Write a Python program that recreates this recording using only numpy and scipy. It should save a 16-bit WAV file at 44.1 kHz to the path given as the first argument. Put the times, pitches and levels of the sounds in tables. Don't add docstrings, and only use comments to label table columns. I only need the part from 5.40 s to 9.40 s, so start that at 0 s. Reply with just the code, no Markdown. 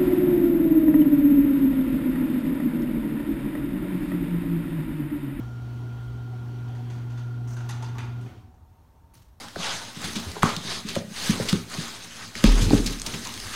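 import sys
import numpy as np
from scipy import signal
from scipy.fft import rfft, irfft, next_fast_len
from scipy.io import wavfile
from scipy.ndimage import uniform_filter1d, map_coordinates

SR = 44100
rng = np.random.default_rng(int(sys.argv[2]) if len(sys.argv) > 2 else 0)


def how_loud(loudness_db):
    steps = np.asarray(loudness_db, float) / 20
    return 10 ** steps


def generate_wav(sig):
    pcm = np.round(np.clip(np.atleast_2d(sig).T, -1, 1) * 32767).astype(np.int16)
    wavfile.write(sys.argv[1], SR, pcm)


N = 176400
OFF_S = 2.875


def unit(x):
    return x / np.sqrt(np.mean(x ** 2) + 1e-20)


def along(points, hz):
    f, v = np.transpose(points)
    return np.interp(np.log(hz + 1), np.log(f + 1), v)


def curve(rows):
    return np.interp(np.arange(N) / SR, *np.transpose(rows))


def wobble(rate_hz):
    knots = rng.standard_normal(int(N * rate_hz / SR) + 4)
    return map_coordinates(knots, [np.arange(N) * rate_hz / SR])


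def filtered(x, response):
    m = next_fast_len(len(x) + 8192)
    return irfft(rfft(x, m) * response(np.fft.rfftfreq(m, 1 / SR)), m)[:len(x)]


def resonance(hz, centre_hz, width_hz):
    return 1 / (1 + ((hz - centre_hz) / width_hz * 2) ** 2)


def peaks_db(rows, hz):
    return sum(db * resonance(hz, c, w) for c, w, db in rows)


def patchy(patchy_db=1.1):
    z = signal.stft(rng.standard_normal(N), nperseg=512)[2]
    field = uniform_filter1d(rng.standard_normal(z.shape), size=9, axis=1)
    field = uniform_filter1d(field, size=5, axis=0)
    return signal.istft(z * how_loud(patchy_db * unit(field)), nperseg=512)[1][:N]


def powered(off_s):
    rundown_t60_s = 0.048
    return how_loud(-60 * np.clip(np.arange(N) / SR - off_s, 0, None) / rundown_t60_s)


def motor_tone(hz, db, flutter_db):
    level = how_loud(db + flutter_db * wobble(14))
    sway_rad = 0.094 * flutter_db * wobble(8.7) + rng.uniform(0, 2 * np.pi)
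    return level * np.sin(2 * np.pi * hz * np.arange(N) / SR + sway_rad)


MAINS_HZ = 119.9
# (multiple, level [dB])
HUM_OVERTONES = [(1, 0), (2, -18.5), (3, -29), (4, -34.5), (6, -37.5)]
# (time [s], level [dB])
HUM_LOAD = [(0.0, -32.5), (0.04, -33), (0.09, -35.5), (0.22, -34), (1.7, -32), (1.85, -31), (2.1, -30.5),
            (2.79, -33), (2.86, -34)]


def motor_hum():
    hum = sum(motor_tone(k * MAINS_HZ, db, 0.5 if k == 1 else 1.5) for k, db in HUM_OVERTONES)
    return np.sqrt(2) * how_loud(curve(HUM_LOAD)) * hum * powered(OFF_S)


# (time [s], level [dB])
WHINE_SWELL = [(0.0, -54.5), (0.45, -60), (0.47, -56), (1.34, -59.5), (1.45, -66), (1.92, -55.5),
               (2.06, -63), (2.18, -56), (2.82, -59)]


def slot_whine():
    whine_hz, shaft_hz, whine_db, side_tone_db = 1405, 29.4, -57.5, -15.5
    warble_rad, drift_rad, beat_depth = 0.72, 0.3, 0.45
    beat_peak_s, beat_span_s = 1.85, 0.45
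    t = np.arange(N) / SR
    swell_db = curve(WHINE_SWELL)
    turn = 2 * np.pi * shaft_hz * t + 0.5 * wobble(1.95)
    bend = np.exp(-((t - beat_peak_s) / beat_span_s) ** 2)
    beat = 1 + beat_depth * (0.34 + bend) * np.sin(turn)
    phase = 2 * np.pi * whine_hz * t + warble_rad * np.sin(turn) + drift_rad * wobble(7.8)
    slots = how_loud(whine_db + 0.48 * wobble(14)) * beat * np.sin(phase)
    side_tone = motor_tone(whine_hz - MAINS_HZ, whine_db + side_tone_db, 2.2)
    whine = how_loud(swell_db - swell_db.mean()) * (slots + side_tone)
    return np.sqrt(2) * whine * powered(2.83)


# (frequency [Hz], level [dB])
GEAR_TONES = [(290, -60), (410, -63)]


def gears():
    return np.sqrt(2) * sum(motor_tone(hz, db, 4.0) for hz, db in GEAR_TONES) * powered(OFF_S)


# (time [s], level [dB])
DRIVE_EFFORT = [(0, 2.5), (.1, 1), (1, 0.5), (1.5, 1.5), (1.95, -0.5), (2.3, 1.5), (2.75, 0), (2.9, 0.5),
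                (2.98, -2.5), (3.1, -10), (3.4, -40), (4, -41)]
# (frequency [Hz], density [dB per Hz])
RUMBLE_COLOUR = [(18, -33), (30, -39), (55, 9.5), (100, 6), (140, 2), (200, 6.5), (390, 2), (450, -13),
                 (650, -49)]
# (frequency [Hz], density [dB per Hz])
ROLL_COLOUR = [(260, -33), (450, -4), (606, -4), (736, -2.5), (1260, -11.5), (1420, -4.5), (1770, -10.5),
               (3160, -13.5), (15800, -29)]
# (centre [Hz], width [Hz], level over the rest [dB])
RAIL_MODES = [(730, 100, 7), (960, 150, 5.5), (1180, 240, 5.5), (1740, 55, -2), (3170, 310, 4.5),
              (4500, 88, 6.5), (5760, 430, 2.5)]


def door():
    rumble_db, roll_db, chatter_db, roll_growth = -49, -55, -76.5, 1.5
    taps_per_s, tap_spread_db = 400, 3
    effort_db = curve(DRIVE_EFFORT)
    rumble = unit(filtered(patchy(), lambda hz: how_loud(along(RUMBLE_COLOUR, hz))))
    rail = lambda hz: how_loud(along(ROLL_COLOUR, hz) + peaks_db(RAIL_MODES, hz))
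    roll = unit(filtered(patchy(), rail))
    tap_gain = how_loud(tap_spread_db * rng.exponential(size=N).clip(0, 3))
    taps = (rng.random(N) < taps_per_s / SR) * tap_gain * rng.standard_normal(N)
    chatter = unit(filtered(signal.lfilter([1], [1, -0.6], taps), rail))
    rumble = how_loud(rumble_db + effort_db + 1.5 * wobble(8.7)) * rumble
    rollers = how_loud(roll_db) * roll + how_loud(chatter_db) * chatter
    return rumble + how_loud(roll_growth * effort_db + 0.33 * wobble(6.6)) * rollers


# (time [s], peak [dB], tilt [dB per octave], panel boom [dB], crack [dB])
HINGE_BLOWS = [(1.2805, -47.5, -2, 8, 1), (1.3498, -46, 1.5, 8, -2), (1.5001, -40.5, 2, 3.5, -18),
               (1.5802, -45, -2.5, 9, 8), (1.7, -45.5, 2.5, 4, -16), (1.7745, -39, 0.5, 4, -16),
               (2.1664, -36.5, 0, 1.5, -5), (2.2058, -44, 0.5, -7, -4), (2.2893, -29, 2.5, 7, -0.5),
               (2.4236, -31, 1, 7.5, -3), (2.5493, -35.5, -3.5, 7, 2), (2.582, -29.5, -1, 5, -0.5),
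               (2.629, -40, -4.5, 5, 13), (2.81, -50.5, 10, 7, -11), (2.86, -43, -5, 10, -13),
               (3.141, -63, 0, 3, 11)]
BOOM_HZ = [3000, 1850, 1900, 1860, 3000, 3150, 1500, 1540, 860, 800, 1023, 2370, 2000, 3000, 2180, 750]
# (frequency [Hz], density [dB per Hz])
BLOW_COLOUR = [(320, -2), (550, -11), (912, -2.5), (1300, -3), (1790, -9), (2540, -9), (6340, -14),
               (11400, -30), (15800, -51)]
# (centre [Hz], width [Hz], level [dB])
STEEL_MODES = [(800, 69, 1), (1120, 66, 1.5), (1500, 200, 3.5), (1810, 94, 3), (1930, 110, 4),
               (3400, 120, -0.5), (4040, 130, -3.5), (4520, 120, -2), (5410, 120, -15), (6400, 550, 2),
               (8200, 330, 2), (11000, 840, 9)]
# (frequency [Hz], t60 [s])
GARAGE_DECAY = [(300, 0.49), (1000, 0.58), (4000, 0.58), (12000, 0.33)]


def hinge_crack(t, snap_db):
    hold_s, t60_s, bright_db_per_oct, echo_s, echo_db = 0.01, 0.014, 3.5, 0.0165, -3.5
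    crack = how_loud(-1 + snap_db - 60 * (t - hold_s).clip(0) / t60_s) * rng.standard_normal(len(t))
    crack = filtered(crack, lambda hz: how_loud(bright_db_per_oct * np.log2((hz + 300) / 4000)))
    return crack + how_loud(echo_db) * np.roll(crack, round(echo_s * SR))


def hinge_wash(t):
    lull_s, lull_width_s, lull_db, rattle_db = 0.0145, 0.002, -9, 0.5
    hz, frame_s, z = signal.stft(rng.standard_normal(len(t)), SR, nperseg=128)
    decay = how_loud(-60 * frame_s / along(GARAGE_DECAY, hz)[:, None])
    wash = signal.istft(z * decay, SR, nperseg=128)[1][:len(t)]
    treble = filtered(wash, lambda f: 1 / (1 + (4500 / (f + 1)) ** 4))
    lull = how_loud(lull_db * np.exp(-((t - lull_s) / lull_width_s) ** 2))
    wash = wash + treble * (lull - 1)
    return wash * how_loud(rattle_db * wobble(66)[:len(t)])


def clanks():
    mode_spacing_hz, mode_scatter_db = 45, 3.5
    out, t = np.zeros(N + SR), np.arange(SR // 2) / SR
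    sheet = rng.standard_normal(400)
    for (s, db, tilt_db, boom_db, snap_db), boom_hz in zip(HINGE_BLOWS, BOOM_HZ):
        scatter = rng.uniform(-0.94, 1, len(STEEL_MODES))
        steel = [(c, w, level + 2 * a) for (c, w, level), a in zip(STEEL_MODES, scatter)]
        struck = (sheet + rng.standard_normal(len(sheet))) / np.sqrt(2)

        def metal(hz):
            tilt = tilt_db * np.log2((hz + 300) / 4000)
            boom = boom_db * np.exp(-(np.log2((hz + 1) / boom_hz) / 0.38) ** 2)
            modes = mode_scatter_db * np.interp(hz / mode_spacing_hz, np.arange(len(struck)), struck)
            return how_loud(along(BLOW_COLOUR, hz) + tilt + boom + peaks_db(steel, hz) + modes)

        blow = filtered(hinge_wash(t) + hinge_crack(t, snap_db), metal)
        blow = blow / np.std(blow[:2048]) * np.clip(t / 0.001, 0, 1)
        out[round(s * SR):][:len(t)] += how_loud(db - 12) * blow
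    return out[:N]


# (time [s], pitch [Hz], peak [dB], t60 [s])
SNAPS = [(2.0753, 6200, -55, .02), (2.0824, 5760, -58, .02), (2.092, 8500, -48, .015),
         (2.168, 10900, -50, .012), (2.177, 6500, -48, .015), (2.2913, 11300, -39, .012),
         (2.2915, 6400, -44, .015), (2.307, 8400, -51, .025), (2.307, 11300, -51, .03),
         (2.326, 4100, -40.5, .02), (2.4245, 9560, -46, .01), (2.431, 6760, -44, .015),
         (2.446, 4700, -44, .02), (2.464, 4780, -43, .03), (2.5828, 6900, -41, .015),
         (2.584, 2500, -37, .02), (2.604, 2000, -40, .03), (3.1415, 800, -53, .03),
         (3.181, 1190, -59, .015), (3.251, 1000, -59, .015), (3.478, 900, -59, .015),
         (2.168, 1540, -46, 0.14), (2.207, 1500, -45, .12), (2.2915, 832, -39.5, 0.088),
         (2.2925, 1084, -41, 0.077), (2.3, 1960, -43, .08), (2.432, 828, -43, 0.071),
         (2.585, 900, -51, .06), (2.5825, 12500, -48, .02), (2.584, 1500, -47, .08),
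         (2.586, 2000, -46, 0.068), (3.7418, 9400, -46, 0.014), (3.741, 1140, -54, 0.013),
         (3.7525, 4500, -51, .015), (3.7535, 5860, -53, .015), (3.768, 4000, -56, .01),
         (3.779, 4500, -54, .015), (3.806, 13000, -58, .02), (3.819, 4500, -60, .015)]


def snaps():
    spread, attack_s = 0.025, 0.00059
    out, t = np.zeros(N + SR), np.arange(SR // 8) / SR
    for (s, hz, db, t60), chance in zip(SNAPS, rng.standard_normal((len(SNAPS), 3))):
        pitches_hz = hz * (1 + spread * (chance - chance.mean())[:, None])
        ring = np.sin(2 * np.pi * pitches_hz * t).sum(axis=0) / 2
        out[round(s * SR):][:len(t)] += how_loud(db - 60 * t / t60) * np.clip(t / attack_s, 0, 1) * ring
    return out[:N]


# (time [s], frequency [Hz], level [dB], half length [s])
BOOMS = [(0.093, 64, -43, 0.055), (0.6, 66, -43, 0.054), (0.71, 58, -38.5, .07), (0.789, 72, -41, .05),
         (0.26, 64, -42, .05), (1.289, 100, -42, .04), (1.79, 62, -47, .05), (2.6, 99, -44, .04),
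         (3.138, 80, -47, 0.019), (3.9, 55, -50, 0.039), (3.8, 117, -56, 0.064), (0.937, 750, -46.5, 0.014),
         (1.301, 750, -50, .012), (1.4, 747, -48.5, 0.012), (2.076, 60, -44, 0.039), (2.7, 99, -44, 0.17),
         (2.836, 280, -49.5, 0.048), (2.835, 390, -50, 0.046), (2.8, 200, -49, .09), (1.0, 375, -51.5, .08),
         (2.921, 110, -41.5, 0.02), (2.987, 113, -37.5, 0.023), (3.056, 95, -42, 0.015),
         (2.999, 300, -59.5, 0.076), (3.08, 240, -55, 0.036), (3.248, 77.6, -48.5, 0.04),
         (3.5, 62, -51, 0.022)]


def thumps():
    t = np.arange(N) / SR
    burst = lambda s, hz, half_s: np.exp(-((t - s) / half_s) ** 2) * np.sin(2 * np.pi * hz * (t - s))
    return sum(how_loud(db) * burst(s, hz, half_s) for s, hz, db, half_s in BOOMS)


def rail_sing():
    hz, level_db, t60_s, rise_s, flutter_db = 750, -59.5, 2.0, 0.2, 2.5
    since = np.arange(N) / SR - OFF_S
    level = how_loud(level_db + flutter_db * wobble(18) - 60 * since.clip(0) / t60_s)
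    tone = np.sin(2 * np.pi * hz * since + 0.36 * wobble(19))
    return level * np.clip(since / rise_s, 0, 1) * tone


# (start [s], length [s], level [dB], fade t60 [s])
SLIDES = [
    (2.072, 0.054, -51, 0.49),
    (3.735, 0.018, -59.5, 0.12),
    (3.748, 0.025, -60, 0.67),
]
# (frequency [Hz], density [dB per Hz])
SLIDE_COLOURS = [
    [(400, -25), (600, 5), (1500, 4), (3500, -11), (6200, 4.5), (9000, -7), (11000, -14), (15000, -15)],
    [(530, -32.5), (900, -3), (4230, -8), (6590, -5), (7790, -14), (9440, -2.5), (15800, -12)],
    [(530, -33), (900, -4), (1780, -11.5), (4490, -10.5), (5180, -10), (5840, -9), (15800, -18)],
]


def scrapes():
    grit_db, grip_s = 2.4, 0.004
    t, out = np.arange(N) / SR, 0
    for (s, length_s, db, t60), colour in zip(SLIDES, SLIDE_COLOURS):
        grit = rng.standard_normal(N) * how_loud(grit_db * wobble(80))
        grit = unit(filtered(grit, lambda hz: how_loud(along(colour, hz))))
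        fade = how_loud(db - 60 * np.clip(t - s - length_s, 0, None) / t60)
        out = out + grit * np.clip((t - s) / grip_s, 0, 1) * fade
    return out


# (frequency [Hz], density [dB per Hz])
AIR_COLOUR = [(18, -21), (30, -5), (80, 5), (160, -7), (500, -22), (900, -19.5), (2200, -36), (15800, -42)]
# (time [s], swell [dB])
FAR_TRAFFIC = [(0, 1.5), (3.1, 2.5), (3.3, 1), (3.5, -3.5), (3.6, -3.5), (3.72, 2.5), (3.85, -0.5),
               (4, -3.5)]
# (centre [Hz], width [Hz], level [dB])
FAR_DRONES = [(750, 200, -88), (910, 25, -77.5), (11700, 150, -91)]


def room_tone():
    air = unit(filtered(patchy(), lambda hz: how_loud(along(AIR_COLOUR, hz))))
    bass = filtered(air, lambda hz: 1 / (1 + (hz / 160) ** 4))
    air = air + bass * (how_loud(curve(FAR_TRAFFIC)) - 1)
    out = how_loud(-53.5 + 0.67 * wobble(4.7)) * air
    for c, w, db in FAR_DRONES:
        drone = unit(filtered(rng.standard_normal(N), lambda hz: resonance(hz, c, w)))
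        out = out + how_loud(db + 4.9 * wobble(4.9)) * drone
    return out


def scene():
    opener = motor_hum() + slot_whine() + gears()
    steel = door() + clanks() + snaps() + thumps() + rail_sing()
    return (opener + steel + scrapes() + room_tone())[None]


def top_cut(x):
    return signal.sosfilt(signal.butter(12, 15860, fs=SR, output="sos"), x)


# (centre [Hz], width [Hz], level [dB])
MIC_DIPS = [(4880, 280, -4.5), (7650, 1200, -3.5), (10360, 1650, -4.5)]


def record(dry):
    top_hz = 15850
    mic = lambda hz: (hz < top_hz) * how_loud(peaks_db(MIC_DIPS, hz))
    mix = filtered(dry[0], mic)[None]
    return top_cut(mix)


dry = scene()
out = record(dry)
generate_wav(out)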